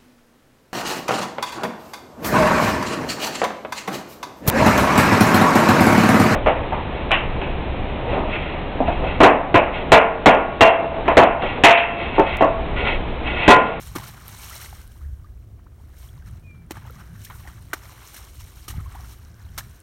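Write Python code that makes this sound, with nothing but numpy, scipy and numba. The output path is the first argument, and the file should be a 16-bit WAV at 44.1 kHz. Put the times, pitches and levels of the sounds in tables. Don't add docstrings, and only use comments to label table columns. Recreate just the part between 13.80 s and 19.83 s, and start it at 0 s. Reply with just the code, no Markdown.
import sys
import numpy as np
from scipy import signal
from scipy.fft import rfft, irfft, next_fast_len
from scipy.io import wavfile
from scipy.ndimage import uniform_filter1d
from numba import njit

SR = 44100
rng = np.random.default_rng(int(sys.argv[2]) if len(sys.argv) > 2 else 0)


def generate_wav(signal):
    frames = np.transpose(np.atleast_2d(signal))
    scaled = np.clip(frames, -1, 1) * 32767
    pcm = np.round(scaled).astype(np.int16)
    wavfile.write(sys.argv[1], SR, pcm)


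N = 265868

# f/Hz, level/dB
SPRAY_TONE = [(1290, -40), (2200, 1), (2510, -5), (2990, -1.5), (3560, -5.5), (4000, -1), (4960, -9),
              (5440, -1), (7770, -7), (8950, -2), (10400, -10), (12600, -3), (16000, -10.5)]
SLOSH_TONE = [(240, -17), (400, 1), (458, -9.5), (546, -6.5), (1190, 1.5), (2210, -5.5), (2560, -13),
              (3000, -11.5), (3900, -15), (6600, -120)]
# t/s, spray/dB, sloshing/dB
STIR = [(0.0, -54, -52.5), (0.4, -55, -51), (0.55, -44, -45), (0.83, -45, -47.5), (1.08, -59, -59),
        (1.16, -67, -63), (1.5, -72, -67), (1.9, -76, -65.5), (2.11, -66.5, -61.5), (2.88, -72, -63.5),
        (3.0, -65, -62.5), (3.35, -63.5, -58.5), (3.7, -57, -57), (3.88, -61, -59.5), (4.02, -56, -51),
        (4.22, -54.5, -50.5), (4.5, -56, -58), (5.2, -57.5, -57.5), (5.45, -63, -60.5), (6.03, -64, -62)]
# peak t/s, spray/dB, sloshing/dB, swell/s, fade/s
LEG_SURGES = [(0.0, -45.5, -49.5, .1, .14), (.17, -46, -37, .015, .07), (.28, -46.5, -53, .08, 0.04),
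              (.705, -48, -48, .02, .05), (.826, -46, -55, .03, .03), (2.25, -56, -58, .1, .08),
              (2.48, -60.5, -58, .04, .07), (2.945, -56, -46, .025, .07), (3.06, -65, -49.5, .06, .1),
              (3.15, -59, -56, .06, .04), (3.205, -58, -50, .04, .07), (3.45, -43, -55, .035, .025),
              (3.505, -70.5, -42, .012, .05), (3.555, -54.5, -58, .05, .12), (3.68, -57, -49, .07, 0.09),
              (3.94, -50, -45, .02, .05), (4.13, -56, -51, .08, .08), (4.26, -49.5, -58.5, .05, .08),
              (4.37, -49, -50, .06, .1), (4.57, -53, -67, .05, .1), (4.85, -56.5, -71, .2, .05),
              (4.9, -49, -48, .02, .05), (4.99, -70, -46.5, .06, .03), (5.15, -59.5, -48.5, 0.0822, .12),
              (5.33, -50.5, -57, .09, .04), (5.43, -60, -59, .03, .05), (5.84, -54.5, -54, .08, 0.08),
              (6.01, -58, -64, .08, 0.02)]


def undb(db):
    return 10 ** (np.asarray(db, float) / 20)


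def curve(table):
    s, *columns = np.transpose(table)
    return [np.interp(np.arange(N) / SR, s, c) for c in columns]


def swells(events):
    s, *levels, swell_s, fade_s = np.transpose(events)[:, :, None]
    late = np.arange(N) / SR - s
    power = 10 ** -np.maximum(late / fade_s, -late / swell_s)
    return [np.sqrt(undb(2 * db[:, 0]) @ power) for db in levels]


def colour(x, tone):
    hz, db = np.transpose(tone)
    size = next_fast_len(N)
    f = np.arange(1, size // 2 + 2) * SR / size
    gain = undb(np.interp(np.log(f), np.log(hz), db, left=-90, right=-90))
    y = irfft(rfft(x, size) * gain, size)[:N]
    return y / np.std(y)


def noise(tone):
    return colour(rng.standard_normal(N), tone)


def wobble(per_s):
    k = int(SR / per_s)
    steps = np.repeat(rng.standard_normal(N // k + 1), k)
    y = uniform_filter1d(uniform_filter1d(steps, k), k)[:N]
    return y / np.std(y)


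@njit
def ring(s, gain, hz, life_s, rise, swell, hold):
    out = np.zeros(N)
    for k in range(len(s)):
        start, life, phase = int(s[k] * SR), life_s[k] * SR, 0.
        for i in range(min(int(life), N - start)):
            phase += min(hz[k] * 2 ** (rise[k] * i / life), .45 * SR) / SR
            fade = 1000. ** -(i / life) ** hold
            out[start + i] += gain[k] * min(phase / swell, 1.) * fade * np.sin(2 * np.pi * phase)
    return out


def swarm(per_s, lo_hz, hi_hz, cycles, rise, spread_db, hold=1.):
    when, pitch, size, length = rng.random((60000, 4))[:int(per_s * N / SR)].T
    hz = lo_hz * (hi_hz / lo_hz) ** pitch
    gain = hz * undb(spread_db * np.minimum(-np.log(1 - size), 3))
    y = ring(when * N / SR, gain, hz, cycles * (.5 + length) / hz, 2 * rise * length, .475, hold)
    return y / np.std(y)


def hoof_slaps():
    # t/s, level/dB, air pocket f/Hz, thud/dB, crack/dB, fade/s
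    hits = [(0.152, -26, 1100, -36, -32, 0.06), (0.158, -17, 1180, -25, -32.5, 0.0493),
            (2.907, -18, 796, -30, -31, 0.036), (2.916, -32, 1890, -45, -36, 0.035),
            (2.957, -31.5, 1207, -63, -49.5, 0.052), (2.968, -31.5, 850, -47, -51, 0.061),
            (3.447, -48, 1520, -67, -33, 0.035), (3.5, -31, 1000, -65.5, -58, 0.1),
            (3.674, -30.5, 1849, -51.5, -46, 0.0584), (3.9312, -7, 1480, -36, -24, 0.031),
            (3.934, -21, 960, -38, -33, 0.06), (4.342, -38.5, 1408, -59.5, -40, 0.078),
            (4.362, -42, 1700, -55, -43.5, 0.187), (4.88, -29, 1216, -43, -30.5, 0.1),
            (4.903, -33, 1907, -47, -41, 0.06), (5.149, -35.5, 836, -50.5, -45.5, 0.059),
            (5.777, -21.5, 1288, -64, -27.5, 0.0741), (5.781, -26, 2150, -60, -36, 0.09)]
    # f/Hz, level/dB, life/s
    ground_tones = [(318.7, 8.5, 0.02946), (549, -12, 0.0536)]
    s, db, hz, thud_db, crack_db, fade_s = np.transpose(hits)
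    each = np.ones(len(s))
    tones = ring(s, undb(db), hz, .381 * fade_s, rise=.152 * each, swell=1.68, hold=.855)
    for tone_hz, tone_db, life_s in ground_tones:
        gain = np.sqrt(2) * undb(thud_db + tone_db)
        tones += ring(s + .002675, gain, tone_hz * each, life_s * each, -.1 * each, swell=.353, hold=.789)
    burst, crack = np.zeros((2, N))
    t = np.arange(SR // 4) / SR
    for at, burst_gain, crack_gain, tail in zip((s * SR).astype(int), undb(db - 12), undb(crack_db), fade_s):
        fade = 1000. ** -(t / tail) ** 1.085
        burst[at:at + len(t)] += (burst_gain * np.minimum(t / .00174, 1) * fade)[:N - at]
        crack[at:at + len(t)] += (crack_gain * np.minimum(t / .003, 1) * fade ** 1.1)[:N - at]
    ragged = colour(swarm(5000, 600, 4000, cycles=5, rise=.15, spread_db=3), SLOSH_TONE)
    bright = colour(swarm(9000, 2200, 16000, cycles=8, rise=0, spread_db=2), SPRAY_TONE)
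    return tones + burst * ragged + crack * bright


def bubbles():
    # t/s, level/dB, starting f/Hz, life/ms
    singles = [(.168, -29, 270, 18), (0.184, -36, 900, 16), (0.198, -37, 830, 16), (0.221, -44, 1050, 30),
               (0.26, -41, 1400, 25), (0.286, -41, 1000, 9), (.29, -39, 800, 12), (.342, -41, 720, 18),
               (0.697, -42, 2870, 11), (.729, -41, 1880, 23), (0.844, -42, 1400, 8), (.859, -43, 1960, 20),
               (.927, -32.5, 775, 13), (1.444, -48.5, 1156, 34), (2.289, -52, 3200, 11),
               (2.378, -46, 1010, 11), (2.423, -46.5, 1517, 17), (2.484, -42, 1570, 5),
               (3.097, -39, 1270, 13), (3.1, -44.5, 464, 25), (3.16, -48, 1126, 22),
               (3.208, -42.5, 1515, 20), (3.54, -45, 1390, 14), (3.552, -47.5, 960, 16),
               (3.652, -46, 760, 22), (4.237, -42, 1009, 20), (4.468, -46.5, 1086, 26),
               (4.939, -39, 800, 15), (4.999, -40, 1234, 24), (5.059, -43, 1036, 26),
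               (5.245, -43.5, 1305, 20), (5.651, -47.5, 3755, 6), (5.688, -52.5, 3000, 7),
               (5.807, -41, 1645, 20)]
    # t/s, level/dB, starting f/Hz, rise/octaves
    drips = [(.711, -41, 1250, .5), (.817, -43, 1740, .7), (1.157, -56, 850, 1.34), (1.206, -55, 976, 1.1),
             (1.239, -56, 1340, 1.24), (1.458, -60, 1410, 1.1), (1.792, -52, 900, 2.0),
             (1.864, -53, 780, 2.1), (1.98, -57, 588, 1.9), (1.999, -57, 756, 1.35), (2.035, -56, 880, 1.9),
             (3.052, -48, 786, .9), (3.464, -47, 1622, 0.82), (5.15, -37.5, 702.5, 1.34),
             (5.165, -43, 950, .6), (5.195, -50, 700, .8)]
    s, db, hz, ms = np.transpose(singles)
    plops = ring(s, undb(db), hz, ms / 1000, rise=np.full_like(s, .27), swell=1.4, hold=2.02)
    drip_s, drip_db, drip_hz, rise = np.transpose(drips)
    life_s = .031 * np.minimum((1.4 / rise) ** 1.4, 1)
    chirps = ring(drip_s, undb(drip_db), drip_hz, life_s, rise, swell=1.17, hold=2.8)
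    out = (plops + chirps) * undb(2.6 * wobble(300))
    s, db, hz = np.r_[s, drip_s], np.r_[db, drip_db], np.r_[hz, drip_hz]
    chance = rng.random((4, len(s)))
    for delay_s, ratio in zip(.0038 * chance[:2], 1.336 + 2.814 * chance[2:]):
        out += ring(s + delay_s, undb(db - 9), hz * ratio, 7 / hz, np.full_like(s, .33), swell=.56, hold=1.)
    return out


def drops():
    # t/s, level/dB, ping f/Hz
    landings = [(0.2413, -26.5, 4350), (0.4812, -14, 12500), (0.6975, -19, 12200), (1.016, -32.5, 9930),
                (1.077, -29.5, 10940), (1.1188, -35.5, 9260), (2.331, -44, 5500), (2.378, -44, 4000),
                (2.4872, -39, 7000), (2.5118, -37, 9520), (2.865, -44, 9000), (2.903, -40, 6000),
                (3.0744, -46, 5000), (3.1085, -27, 13100), (3.1561, -35, 5950), (3.257, -43.5, 4470),
                (3.3942, -36, 9520), (3.418, -31, 6400), (3.5, -26, 12800), (4.0354, -36, 5430),
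                (4.12, -37, 6760), (4.251, -39.5, 4120), (4.2746, -25, 6660), (4.45, -33, 8500),
                (4.649, -36, 8830), (5.006, -36, 8000), (5.125, -33, 7870), (5.2086, -34, 5410),
                (5.45, -34, 5700), (5.515, -41, 5510), (5.5438, -37, 5670), (5.597, -41, 5000),
                (5.639, -45, 4460), (6.003, -29.5, 9370)]
    s, db, hz = np.transpose(landings)
    ping = ring(s, undb(db), hz, 12 / hz, rise=np.zeros_like(s), swell=.8, hold=.945)
    click = ring(s, undb(db - 9), .45 * hz, 8 / hz, rise=np.full_like(s, -1.5), swell=.3, hold=1.)
    return ping + click


def spray_and_slosh():
    spray_gain, slosh_gain = np.hypot(undb(curve(STIR)), swells(LEG_SURGES))
    fine = undb(-3) * swarm(1200, 2200, 16000, cycles=22, rise=.1, spread_db=3.3)
    ticks = undb(-13) * swarm(40, 3000, 10000, cycles=6, rise=0, spread_db=3)
    spray = colour(fine + ticks + rng.standard_normal(N), SPRAY_TONE)
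    gurgle = swarm(800, 439.6, 3101, cycles=14.67, rise=.578, spread_db=3.02, hold=1.68)
    slosh = undb(-4) * (colour(gurgle, SLOSH_TONE) + undb(-2.5) * noise(SLOSH_TONE))
    patter = wobble(60)
    spray *= spray_gain * undb(1.55 * patter + .997 * wobble(25))
    slosh *= slosh_gain * undb(1.47 * patter + .93 * wobble(25.23))
    return spray + slosh


def mist():
    puffs = [(1.15, -62, .1, .3), (2.25, -55, .08, .07), (3.555, -50, .05, .06), (5.31, -55, .06, .05)]
    highs_only = signal.butter(2, 7000, "high", fs=SR, output="sos")
    return signal.sosfilt(highs_only, noise(SPRAY_TONE)) * swells(puffs)[0]


def wind():
    # t/s, rumble/dB, flutter/dB
    breeze = [(0, -43, -42), (.3, -45, -45.5), (.55, -48, -49), (1.05, -42, -51.5), (1.7, -44, -54.5),
              (2.2, -42, -52), (2.5, -41, -44), (3.26, -46.5, -44), (3.6, -42.5, -43), (4.26, -50, -54),
              (4.6, -41, -54.5), (5.2, -43, -50.5), (5.78, -42.5, -47.5), (6.03, -51, -56)]
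    gusts = [(1.26, -32.5, -47, .1, .28), (4.96, -30, -41.5, .08, .13), (5.2, -43, -47, .1, .1)]
    # f/Hz, level/dB
    rumble_tone = [(12, -28.5), (20, -13), (45, -4.5), (60, 3.5), (76, -0.5), (115, -8.5), (150, -35),
                   (250, -120)]
    flutter_tone = [(59, -35.5), (100, -3), (232, -22.5), (260, -34.5), (340, -38), (570, -120)]
    # t/s, level/dB, starting f/Hz, life/s
    puffs = [(4.967, -26, 110, .04), (4.98, -17, 95, .06), (5.008, -26, 100, .05)]
    deep, light = np.hypot(undb(curve(breeze)), swells(gusts))
    rumble = noise(rumble_tone) * deep * undb(.5 * wobble(5.4))
    flutter = noise(flutter_tone) * light * undb(2.33 * wobble(24.95))
    s, db, hz, life_s = np.transpose(puffs)
    thumps = -ring(s, undb(db), hz, life_s, rise=np.full_like(s, -1.6), swell=.25, hold=1.5)
    return rumble + flutter + thumps


def bird():
    # t/s, f/Hz, level/dB
    whistle = [(2.625, 2440, -76.5), (2.651, 2475, -59), (2.717, 2367, -52.5), (2.75, 2359, -62),
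               (2.829, 2332, -68), (2.85, 2350, -80)]
    hz, db = curve(whistle)
    t = np.arange(N) / SR
    sings = (t > whistle[0][0]) & (t < whistle[-1][0])
    tone = np.sqrt(2) * np.sin(2 * np.pi * np.cumsum(hz) / SR)
    return sings * undb(db + .7 * wobble(50)) * tone


def far_leaves():
    # f/Hz, level/dB
    hush_tone = [(130, -41), (220, -4.5), (315, -3.5), (459, -10), (601, -13.5), (700, -13), (1000, -30),
                 (12700, -35), (16000, -29)]
    return noise(hush_tone) * undb(-61 + .23 * wobble(5.94))


def faint_hiss():
    rises = [(1.0, -63, .6, .3), (1.27, -66, .3, .07), (3.22, -68, .04, .3), (3.42, -61, .3, .04),
             (5.55, -66, .3, .6), (6.03, -65, .5, .1)]
    centre_hz, width_hz = 1569, 306
    b, a = signal.iirpeak(centre_hz, centre_hz / width_hz, fs=SR)
    hiss = signal.lfilter(b, a, signal.lfilter(b, a, rng.standard_normal(N)))
    return hiss / np.std(hiss) * swells(rises)[0]


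def scene():
    puddle = hoof_slaps() + bubbles() + drops() + spray_and_slosh() + mist()
    return (puddle + wind() + bird() + far_leaves() + faint_hiss())[None]


def record(dry):
    top_hz = 15900
    return signal.sosfilt(signal.ellip(10, .2, 70, top_hz, fs=SR, output="sos"), dry)


dry = scene()
out = record(dry)
generate_wav(out)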